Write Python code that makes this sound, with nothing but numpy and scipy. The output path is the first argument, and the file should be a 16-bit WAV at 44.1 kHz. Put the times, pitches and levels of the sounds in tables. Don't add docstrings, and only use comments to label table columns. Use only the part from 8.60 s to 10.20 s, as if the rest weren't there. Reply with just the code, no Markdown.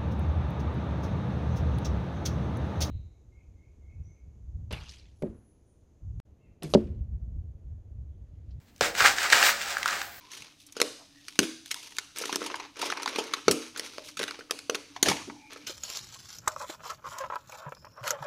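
import sys
import numpy as np
from scipy import signal
from scipy.io import wavfile

SR = 44100
rng = np.random.default_rng(int(sys.argv[2]) if len(sys.argv) > 2 else 0)


def bounce(signal):
    frames = np.transpose(np.atleast_2d(signal))
    limited = np.clip(frames, -1, 1)
    pcm = np.round(limited * 32767).astype(np.int16)
    wavfile.write(sys.argv[1], SR, pcm)


N = 70560
T = np.arange(N) / SR


def amp(db):
    return 10 ** (np.asarray(db) / 20)


def unit_rms(x):
    return x / np.sqrt(np.mean(x ** 2) + 1e-20)


def envelope(curve):
    return amp(np.interp(T, *np.transpose(curve)))


def at_frequency(points, hz):
    f, value = np.transpose(points)
    return np.interp(np.log(hz + 1), np.log(f + 1), value)


def add(mix, start_s, sound):
    part = mix[max(round(start_s * SR), 0):][:len(sound)]
    part += sound[:len(part)]


def colour(x, spectrum, size=4096):
    hz = abs(np.fft.fftfreq(size, 1 / SR))
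    log_gain = np.log(amp(at_frequency(spectrum, hz)))
    response = np.exp(np.conj(signal.hilbert(log_gain)))
    kernel = np.fft.ifft(response).real[:size // 2]
    return signal.fftconvolve(x, kernel / np.linalg.norm(kernel))[:N]


def highpass(x, hz):
    return signal.sosfilt(signal.butter(2, hz, "high", fs=SR, output="sos"), x)


def impulses(per_s, spread_db):
    strength = amp(spread_db * np.minimum(rng.exponential(1, N), 4))
    return strength * rng.choice([-1., 1.], N) * (rng.random(N) < per_s / SR)


def pop(hz, rise_s, size=4096):
    t = T[:size]
    return (t / rise_s * np.exp(1 - t / rise_s)) ** 2 * np.sin(2 * np.pi * hz * t)


# (f/Hz, relative level/dB)
RUMBLE_SPECTRUM = [(20, -4), (40, -6.5), (65, 3.5), (110, -3.5), (150, -5.5), (220, -4), (400, -16),
                   (1000, -25), (4000, -47), (16000, -33)]
def rumble():
    return amp(-59) * unit_rms(colour(rng.standard_normal(N), RUMBLE_SPECTRUM))


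# (f/Hz, relative level/dB)
RUB_ENVELOPE = [(0, -67.5), (.055, -73), (.09, -63), (.125, -73), (.208, -61.5), (.212, -30.5), (.255, -27),
                (.29, -37), (.335, -48), (.385, -27.5), (.43, -26.5), (.462, -20), (.5, -27.5), (.55, -37),
                (.635, -29), (.695, -36.5), (.73, -24), (.765, -23.5), (.805, -26.5), (.865, -20.5),
                (.905, -26), (.945, -35), (.985, -38.5), (1.018, -34), (1.056, -38), (1.116, -34),
                (1.16, -41.5), (1.245, -43.5), (1.285, -36.5), (1.35, -36), (1.43, -41), (1.495, -50),
                (1.6, -54)]
RUB_SPECTRUM = [(30, -62), (180, -18.5), (320, -19), (600, -6.5), (1050, -4.5), (1600, 4.5), (2300, 3.5),
                (3200, 2), (4700, 2), (6200, -1), (7800, -1.5), (10500, -16), (13000, -13.5), (16000, -12)]
def rubbing():
    slips = impulses(per_s=8200, spread_db=3)
    return envelope(RUB_ENVELOPE) * unit_rms(colour(slips, RUB_SPECTRUM))


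# (f/Hz, relative level/dB)
GRAIN_IMPACTS = [(.162, -47), (0.18, -48.5), (0.192, -54), (1.022, -29), (1.183, -27), (1.2582, -22),
                 (1.2782, -23)]
TICK_SPECTRUM = [(300, -17), (1500, -8), (2600, 2), (7000, 3), (10500, -8.5), (15500, -9)]
def ticking(decay_s=.0016, size=1024):
    bursts = np.zeros(N)
    for start_s, db in GRAIN_IMPACTS:
        add(bursts, start_s, amp(db) * rng.standard_normal(size) * np.exp(-T[:size] / decay_s))
    return colour(bursts, TICK_SPECTRUM)


# (f/Hz, relative level/dB)
FRACTURES = [(.2092, 1380, -14, -18.5), (.351, 1630, -24.5, -29), (0.4049, 1380, -10, -20),
             (0.4088, 1490, -20.5, -29), (0.4529, 1500, -10.5, -21), (.584, 1590, -18, -26),
             (.701, 2060, -22, -20), (0.7242, 2040, -10.5, -18), (0.7264, 2050, -8, -14),
             (.731, 1640, -4.5, -17), (0.8274, 1590, -10, -19), (0.857, 1520, -22, -40),
             (1.015, 2000, -25, -32), (1.169, 1550, -15.5, -33), (1.2295, 2010, -23, -26),
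             (1.2587, 1370, -11.5, -31), (1.2779, 1120, -45, -27.5), (1.2854, 1550, -17.5, -31),
             (1.3015, 1550, -22, -35), (1.3078, 1740, -24, -30.5), (1.3284, 1250, -21, -27),
             (1.416, 1540, -22, -30)]
CRACK_SPECTRUM = [(100, -37), (400, -16.5), (900, -3.5), (2000, 4.5), (3300, 2.5), (4900, 3), (7500, -3.5),
                  (10500, -15.5), (16000, -22)]
def snapping(crack_s=.0036, size=4096):
    pops, cracks = np.zeros((2, N))
    crack_decay = np.exp(-(T[:size] / crack_s) ** 2)
    for start_s, hz, pop_db, crack_db in FRACTURES:
        add(pops, start_s, amp(pop_db) * pop(hz, rise_s=.00084))
        add(cracks, start_s, amp(crack_db) * rng.standard_normal(size) * crack_decay)
    return pops + colour(cracks, CRACK_SPECTRUM)


# (f/Hz, relative level/dB, T60/s)
PUSHES = [(.2105, -12, -32), (.26, -27, -60), (0.411, -26, -31.5), (0.447, -21, -41), (.731, -24, -39)]
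KNOCK_MODES = [(210, -22.5, 0.17), (326, -13, 0.12), (502, 5, 0.034), (579, 7, 0.027), (679, 12.5, 0.013),
               (800, -27, 0.018)]
def thudding(knock_rise_s=.0018, bump_lag_s=.00855):
    modes = sum(amp(db - 60 * T / t60) * np.sin(2 * np.pi * hz * T) for hz, db, t60 in KNOCK_MODES)
    knock = (1 - np.exp(-T / knock_rise_s)) * modes
    knock /= abs(knock).max()
    thuds = np.zeros(N)
    for start_s, knock_db, bump_db in PUSHES:
        add(thuds, start_s, amp(knock_db) * knock)
        add(thuds, start_s + bump_lag_s, amp(bump_db) * pop(hz=82.5, rise_s=.0027))
    return thuds


# (t/s, level/dB)
CRUNCH_ENVELOPE = [(0, -95), (.208, -85), (.214, -30), (.26, -31), (.325, -72), (.41, -24), (.435, -30),
                   (.458, -19), (.48, -24), (.54, -50), (.645, -28), (.695, -40.5), (.735, -29),
                   (.8, -28.5), (.83, -33.5), (.89, -27), (.96, -47.5), (1.11, -39), (1.22, -49),
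                   (1.3, -35), (1.375, -42.5), (1.46, -53), (1.6, -61)]
def crunching(per_s=1400, centre_hz=1690, spread_octaves=.27, rise_cycles=.93, pitch_count=24):
    pitches = centre_hz * 2 ** (spread_octaves * unit_rms(np.linspace(-1, 1, pitch_count)))
    pops = np.zeros(N)
    for hz in pitches:
        collapses = impulses(per_s / pitch_count, spread_db=2.5)
        pops += signal.oaconvolve(collapses, pop(hz, rise_cycles / hz))[:N]
    return envelope(CRUNCH_ENVELOPE) * unit_rms(highpass(pops, hz=690))


# (f/Hz, relative level/dB)
GRIND_ENVELOPE = [(0, -76), (.208, -87), (.216, -41), (.265, -44.5), (.34, -52), (.41, -36.5), (.46, -34),
                  (.55, -52), (.635, -42.5), (.7, -43.5), (.74, -34), (.79, -41), (.835, -33), (.88, -44.5),
                  (.96, -55.5), (1.1, -47), (1.22, -51.5), (1.34, -44.5), (1.45, -56), (1.6, -63)]
GRIND_SPECTRUM = [(40, -47), (100, -29), (170, -13), (260, -3.5), (330, -6.5), (450, -7), (580, -3.5),
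                  (820, 0.5), (1050, -10), (2000, -18), (6000, -43)]
def grinding():
    slips = colour(impulses(per_s=2500, spread_db=2.5), GRIND_SPECTRUM)
    return envelope(GRIND_ENVELOPE) * unit_rms(highpass(slips, hz=320))


# (f/Hz, relative level/dB)
SIFT_ENVELOPE = [(0, -82), (.2, -76), (.33, -66), (.39, -46), (.47, -50), (.55, -65), (.7, -56),
                 (.78, -49.5), (.845, -35), (.9, -33), (.96, -68), (1.02, -54), (1.22, -59), (1.32, -58),
                 (1.44, -47), (1.5, -53), (1.6, -50)]
SIFT_SPECTRUM = [(300, -52), (2000, -12), (6000, -18), (10500, -7), (12700, -2), (15000, 6), (16000, -2)]
def sifting():
    patter = impulses(per_s=3400, spread_db=1.5)
    return envelope(SIFT_ENVELOPE) * unit_rms(colour(patter, SIFT_SPECTRUM))


# (f/Hz, relative energy level/dB, T60/s)
BOWL_MODES = [(490, -5, .2), (572, 2, .25), (691, -3, .2), (805, -1, .25), (935, 2, .14), (1265, 1, .2),
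              (1345, -3, .15), (1442, -1, .15), (1524, -2, .2), (1566, -1, .18), (1624, -3, .15),
              (1735, -2, .15), (1900, -3, .12), (2056, -2, .12), (2188, -3, .12), (2393, -3, .1)]
def bowl(x, coupling_db=-63):
    ring = sum(amp(db - 60 * T / t60) * np.cos(2 * np.pi * hz * T) / np.sqrt(t60)
               for hz, db, t60 in BOWL_MODES)
    return x + amp(coupling_db) * signal.fftconvolve(x, ring)[:N]


# (f/Hz, T60/s)
REVERB_TIMES = [(150, 0.67), (500, .5), (1500, 0.37), (4000, 0.15), (8000, 0.19), (15000, 0.31)]
def reverberation(x, echoes_per_s=5000, first_echo_s=.002, size=22050):
    echoes = rng.standard_normal(size) * (rng.random(size) < echoes_per_s / SR)
    echoes *= T[:size] > first_echo_s
    hz, t, bands = signal.stft(echoes, SR, nperseg=256)
    decay = amp(-60 * t / at_frequency(REVERB_TIMES, hz)[:, None])
    tail = signal.istft(bands * decay, SR, nperseg=256)[1]
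    return signal.fftconvolve(x, tail / np.linalg.norm(tail))[:N]


def scene():
    rub, crunch, grind = bowl(rubbing()), bowl(crunching()), bowl(grinding())
    transients = bowl(snapping()) + ticking() + thudding()
    into_room = amp(-10.5) * rub + amp(-12) * crunch + amp(-6) * grind + amp(-7) * transients
    room_sound = reverberation(into_room) + rumble()
    direct = rub + crunch + grind + transients + sifting()
    return (direct + room_sound)[None]


def record(dry):
    lowpass = signal.firwin(255, 16000, window=("kaiser", 9), fs=SR)
    return signal.oaconvolve(highpass(dry, hz=35), lowpass[None], "same")


dry = scene()
out = record(dry)
bounce(out)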